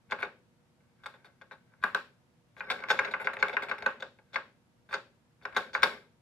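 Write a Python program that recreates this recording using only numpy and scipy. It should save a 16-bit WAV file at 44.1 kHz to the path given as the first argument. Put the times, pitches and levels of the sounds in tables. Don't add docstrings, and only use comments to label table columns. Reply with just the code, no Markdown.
import sys
import numpy as np
from scipy import signal
from scipy.fft import rfft, irfft
from scipy.io import wavfile
from scipy.ndimage import uniform_filter1d

SR = 44100
rng = np.random.default_rng(int(sys.argv[2]) if len(sys.argv) > 2 else 0)


def wav_out(sig):
    wavfile.write(sys.argv[1], SR, np.round(np.clip(np.atleast_2d(sig).T, -1, 1) * 32767).astype(np.int16))


def gain_from_db(level_db):
    decades = np.asarray(level_db, float) / 20
    return 10 ** decades


N = 273861

# pitch_hz, level_db, t60_s
CABINET_MODES = [(190, -23, .11), (247, -19, .09), (410, -9, .07), (535, -3, .055), (625, -7, .04),
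                 (720, -3, .055), (860, -3, .045), (926, 0, .06)]
PANEL_MODES = [(1175, -4, 0.029), (1369, -2.5, 0.034), (1532, 1.5, 0.037), (1546, -1.5, 0.04),
               (1791, -3.5, 0.072), (2137, 2, 0.038), (2265.5, 1.5, 0.028), (2456, -5.5, 0.03),
               (2702, -21, .022)]
KEY_MODES = [(3100, -16, 0.0026), (3540, -3, 0.0045), (3638, 3.5, .03), (4010, -5.5, 0.021),
             (4410, -2, 0.021), (5150, -7.5, 0.023), (6410, -10, 0.0066), (6570, -14.5, 0.024)]
LEAF_MODES = [(8150, -2, .008), (8930, 1.5, .007), (10450, 2, .006), (11600, -2, 0.0041), (12000, 1, .006),
              (14600, -3.5, 0.0049)]
# frequency_hz, density_db (per Hz)
VENTILATION = [(15, -57.5), (25, -25), (80, -7), (149, -0.5), (363, -12.5), (439, -25), (476, -8.5),
               (516, -14), (911, -19), (1370, -21.5), (1840, -24.5), (12750, -39), (13100, -59.5)]
# pitch_hz, level_db (rms)
HUM_LINES = [(119, -78.5), (241, -79), (362, -86.5), (479, -85.5), (925, -90)]
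# centre_hz, t60_s, level_db
ROOM_BANDS = [(286, 0.41, -23.5), (926, 0.19, -18.5), (3000, 0.32, -22), (8600, 0.35, -13)]
# start_s, panel_tilt_db_per_octave, cabinet_db
KEY_PLACES = [
    (0, -3, 3.4),
    (0.95, -15.5, -5),
    (1.65, -16.5, -3.5),
    (2.3, -3.5, 1),
    (4.2, -4, 0.5),
    (5.3, -5, 1),
]
# start_s, panel_peak_db, key_db (re panel), leaf_db (re panel), rattle_ms
SNAPS = [(0.1203, -20, -16.5, -40, 2.9), (0.2281, -20.5, -19, -59, 3.2), (1.059, -29.5, -8.5, -25.5, 3.5),
         (1.8377, -14, -20, -35.5, 1.7), (1.947, -17.5, -17, -33.5, 0.7), (2.606, -26, -29, -45, 2.7),
         (2.701, -20.5, -10, -27.5, 5.8), (2.838, -26, -25, -46, 0.61), (2.9022, -14, -11.5, -34.5, 5.8),
         (2.99, -13, -20.5, -43, 2.2), (3.1378, -18.5, -26.5, -64, 2.7), (3.2715, -16, -26, -62, 0.62),
         (3.4262, -12.5, -21, -42.5, 1.5), (3.5675, -16, -25, -46, 1.8), (3.7129, -20.5, -25, -52, 3.4),
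         (3.8607, -16, -21, -41.5, 2.15), (4.023, -29.5, -7.5, -39.5, 2.44), (4.358, -19.5, -18, -51, 3.1),
         (4.928, -25.5, -15.5, -31.5, 1.84), (4.939, -22, -15.5, -41, 4.34), (5.452, -27, -20.5, -39.5, 2),
         (5.5645, -18, -9, -30, 5.1), (5.75, -16.5, -22, -42.5, 0.34), (5.8309, -9.5, -10.5, -27, 3.7)]
# start_s, panel_peak_db, key_db (re panel), rattle_ms
TAKE_UPS = [(0.092, -61, -14.5, 16), (0.1, -47, -15, 3.7), (0.11, -35.5, -5, 2.5),
            (0.188, -34.5, -20.5, 14), (0.204, -43, -21, 9), (0.222, -32, -11, 2.5), (1.036, -44, -10, 4.1),
            (1.817, -58, -2, 7.5), (1.827, -34.5, -17, 2.5), (2.566, -47.5, -14.5, 14),
            (2.596, -55, 3, 2.2), (2.886, -31, -11.5, 14), (4.0, -47.5, 0, 4.9), (4.325, -60.5, -2, 6.5),
            (4.332, -46, -1.5, 7.4), (4.3428, -33.5, -6, 2.8), (4.89, -48, -11.5, 8.8),
            (4.91, -40, -13.5, 21), (5.414, -55, -23, 1.9), (5.423, -51.5, -6, 16),
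            (5.525, -45.5, -18, 2.8), (5.547, -44, -8.5, 3.3), (5.559, -34.5, -23, 17),
            (5.732, -40.5, -3.5, 18), (5.822, -32, -9, 1.2), (5.827, -31, -21, 2.6)]
CAP_ROCKS = [(0.246, -38, -13, 3.6), (0.805, -67, -38, 2.7), (1.139, -47.5, -11, 7.6),
             (1.413, -43, -12.5, 4.8), (1.511, -40, -17.5, 10.5), (1.737, -53.5, -27, 1.4),
             (1.887, -38, -32, 1.1), (1.959, -45, -7.5, 0.49), (2.717, -23.5, -11, 2.5),
             (2.791, -41, -13.5, 1.1), (2.803, -43, -8.5, 2.1), (2.97, -39.5, -5, 9.4),
             (3.047, -26, -16, 4.4), (3.075, -31.5, -22.5, 4.9), (3.245, -33.5, -12, 4),
             (3.368, -28.5, -20, 0.95), (3.389, -39, -8.5, 9.2), (3.495, -28, -17.5, 1.3),
             (3.529, -35.5, -7.5, 9.2), (3.695, -32, -10.5, 2.5), (3.823, -31.5, -12.5, 1.7),
             (4.187, -52.5, -17, 3.5)]
LEAF_RELEASES = [(0.992, -81, -21, 3), (1.245, -49, -8.5, 9.8), (1.72, -62, -21, 1.8),
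                 (3.111, -37.5, -6, 5.2), (3.199, -33, -23.5, 12.5), (3.257, -43.5, -2.5, 3.8),
                 (3.333, -31.5, -16.5, 4.1), (3.483, -32.5, -6.5, 1), (3.622, -32, -14, 8.5),
                 (3.685, -32.5, -14, 5.4), (3.782, -35, -14.5, 2.6)]
# start_s, end_s, scrape_db
STEM_SLIDES = [(0.134, 0.267, -64), (0.81, 0.87, -81), (1.013, 1.04, -72), (1.093, 1.29, -69.5),
               (1.397, 1.78, -78.5), (1.888, 1.93, -57.5), (2.633, 2.69, -54.5), (2.7, 2.796, -48),
               (2.908, 2.97, -44), (3.036, 3.12, -48), (3.195, 3.26, -51), (3.348, 3.41, -52),
               (3.455, 3.55, -49.5), (3.615, 3.7, -52), (3.808, 3.89, -49), (4.308, 4.42, -72),
               (4.9, 5.001, -77.5), (5.436, 5.505, -70), (5.563, 5.63, -47.5), (5.668, 5.75, -80),
               (5.816, 5.921, -47)]


def contacts():
    middling_panel_db, middling_key_db = -30, -15

    def cabinet_change(panel_db, key_db):
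        return -0.17 * (panel_db - middling_panel_db) + 0.36 * (key_db - middling_key_db)

    def leaf_change(panel_db, key_db):
        return -0.032 * (panel_db - middling_panel_db) + 0.27 * (key_db - middling_key_db)

    events = []
    for start_s, panel_db, key_db, leaf_db, rattle_ms in SNAPS:
        cabinet_db = -9 + cabinet_change(panel_db, key_db)
        events.append((start_s, panel_db, cabinet_db, key_db, leaf_db, rattle_ms, 0))
    small_kinds = ((TAKE_UPS, -11.5, -31, 2.2), (CAP_ROCKS, -5.5, -37, 9), (LEAF_RELEASES, -6, -27, 7))
    for rows, base_cabinet_db, base_leaf_db, tilt_db in small_kinds:
        for start_s, panel_db, key_db, rattle_ms in rows:
            cabinet_db = base_cabinet_db + cabinet_change(panel_db, key_db)
            leaf_db = base_leaf_db + leaf_change(panel_db, key_db)
            events.append((start_s, panel_db, cabinet_db, key_db, leaf_db, rattle_ms, tilt_db))
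    return events


def ring(modes, scatter_db, detune, spread_rad, tilt_db=0, cycles=60):
    hz, db, t60 = np.repeat(modes, 3, axis=0).T
    t60 = np.minimum(t60, cycles / hz)
    t = np.arange(int(t60.max() * SR)) / SR
    level_luck, pitch_luck, phase_luck = rng.standard_normal((len(hz), 3)).T
    size = gain_from_db(db + tilt_db * np.log2(hz / 1500) + scatter_db * level_luck)
    sense = np.repeat((-1) ** np.arange(len(modes)), 3)
    size *= np.where(hz < 1000, sense, 1)
    pole = 2j * np.pi * hz * (1 + detune * pitch_luck) - np.log(1000) / t60
    lead = np.minimum(np.pi * hz * .00004, .6) + spread_rad * phase_luck
    port_gains = size * np.exp(1j * np.outer([1, -1], lead))
    pair = np.imag(port_gains @ np.exp(np.outer(pole, t).astype(np.complex64)))
    return pair * (1 - np.exp(-hz.mean() * t / 0.61)) ** 2


def band(x, lo_hz, hi_hz):
    return signal.sosfilt(signal.butter(2, [lo_hz, min(hi_hz, .45 * SR)], "band", fs=SR, output="sos"), x)


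def own_range(x, modes):
    lo_hz, hi_hz = 0.53 * modes[0][0], 1.5 * modes[-1][0]
    return band(band(x, lo_hz, hi_hz), lo_hz, hi_hz)


def knocks():
    parts = ((PANEL_MODES, .02, .7, .035), (CABINET_MODES, .012, .22, .05),
             (KEY_MODES, .022, .8, .12), (LEAF_MODES, .06, .8, .3))
    near_parts, pushes = np.zeros((4, 2, N + SR)), np.zeros((4, N + SR))
    t = np.arange(2048) / SR
    early = int(.012 * SR)
    for start_s, panel_db, cabinet_db, key_db, leaf_db, rattle_ms, kind_tilt_db in contacts():
        age = t / (np.clip(rattle_ms, .2, 15) / 1000)
        rattle = rng.standard_normal(len(t)) ** 3 * age * np.exp(-1.1 * age)
        place_tilt_db, frame_db = [row[1:] for row in KEY_PLACES if row[0] <= start_s][-1]
        start = int(start_s * SR)
        shares_db = (0, cabinet_db + frame_db, key_db, leaf_db)
        for k, (modes, detune, spread_rad, looseness) in enumerate(parts):
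            push = looseness * rattle
            push[0] = 1
            tilt_db = kind_tilt_db + place_tilt_db if k == 0 else 0
            body = ring(modes, 3.0, detune, spread_rad, tilt_db)
            sound = signal.fftconvolve(body, push[None], axes=1)
            mid = sound.mean(axis=0)[:early]
            if k == 0:
                panel_rms = gain_from_db(panel_db) * mid.std() / np.abs(mid).max()
            sound *= panel_rms * gain_from_db(shares_db[k]) / mid.std()
            near_parts[k, :, start:start + sound.shape[1]] += sound
            pushes[k, start] += np.sqrt(np.sum(sound ** 2) / 2)
    near, far = 0, 0
    for k, (modes, detune, _, _) in enumerate(parts):
        near = near + own_range(near_parts[k], modes)
        blur = ring(modes, 0, detune, 0, -6 if k == 0 else 0, cycles=14)[0]
        spread_sound = signal.fftconvolve(pushes[k], blur / np.linalg.norm(blur))[:N]
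        far = far + own_range(spread_sound, modes)
    return near[:, :N], far


def load():
    rise_db_per_s, fall_db_per_s = 350.5, 196
    t = np.arange(0, N / SR + .002, .002)
    pressure = 0
    for start_s, end_s, db in STEM_SLIDES:
        before, after = np.maximum(start_s - t, 0), np.maximum(t - end_s, 0)
        pressure = pressure + gain_from_db(db - rise_db_per_s * before - fall_db_per_s * after)
    return np.interp(np.arange(N) / SR, t, pressure)


def scrapes():
    slips = rng.standard_normal(N) * gain_from_db(2.5 * rng.exponential(size=N))
    slips *= gain_from_db(3.9 * np.repeat(rng.standard_normal(N // 256 + 1), 256)[:N])
    gain = load()
    # modes, level_db, tilt_db_per_octave
    parts = ((PANEL_MODES, 0, -5.0), (CABINET_MODES, -6, 0), (KEY_MODES, -18, 0), (LEAF_MODES, -38, 0))
    drive = (gain * slips / slips.std())[None]
    out = 0
    for modes, db, tilt_db in parts:
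        body = own_range(ring(modes, 1.4, 0.021, 1.0, tilt_db, cycles=150), modes)
        body = body / np.sqrt(np.sum(body ** 2) / 2)
        out = out + gain_from_db(db) * signal.fftconvolve(body, drive, axes=1)[:, :N]
    return out


def handling(keys):
    effort = uniform_filter1d(np.abs(keys.mean(axis=0)), 4096)
    mid, side = band(rng.standard_normal((2, N)), 58, 210)
    return gain_from_db(-33.5) * effort ** 0.75 * (mid + .35 * side * np.array([[1], [-1]])) / mid.std()


def room(x):
    t = np.arange(SR // 2) / SR
    tail = 0
    for hz, t60, db in ROOM_BANDS:
        mid, side = band(rng.standard_normal((2, len(t))), hz / 1.8, hz * 1.8)
        shape = gain_from_db(-60 * t / t60) * (1 - np.exp(-t / 0.004))
        pair = shape * (mid + min(hz / 2500, 1) * side * np.array([[1], [-1]]))
        tail = tail + gain_from_db(db) * pair / np.sqrt(np.sum((shape * mid) ** 2))
    return signal.fftconvolve(tail, x.mean(axis=0)[None], axes=1)[:, :N]


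def air():
    hz = np.fft.rfftfreq(N, 1 / SR) + 1
    point_hz, point_db = np.transpose(VENTILATION)
    colour = gain_from_db(np.interp(np.log(hz), np.log(point_hz), point_db))
    mid, side = rfft(rng.standard_normal((2, N))) * colour
    width = np.clip(0.4 + hz / 3000, 0, 1)
    noise = irfft(mid + width * side * np.array([[1], [-1]]), N)
    noise *= gain_from_db(-69.5) / noise.mean(axis=0).std()
    for line_hz, db in HUM_LINES:
        drift_rad = np.cumsum(rng.standard_normal(N)) * 0.017
        noise += np.sqrt(2) * gain_from_db(db) * np.sin(2 * np.pi * line_hz * np.arange(N) / SR + drift_rad)
    return noise


def scene():
    near, far = knocks()
    slide = scrapes()
    keys = gain_from_db(0.68) * near + slide
    walls = room(far + 0.57 * near + slide)
    lean_db = 2.5
    lean = gain_from_db(np.array([[lean_db], [-lean_db]]) / 2)
    return (keys + walls) * lean + handling(keys) + air()


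def band_limit(x):
    return signal.sosfilt(signal.butter(12, 16450, fs=SR, output="sos"), x)


def record(dry):
    mix = signal.sosfilt(signal.butter(14, 16000, fs=SR, output="sos"), dry)
    return band_limit(mix)


dry = scene()
out = record(dry)
wav_out(out)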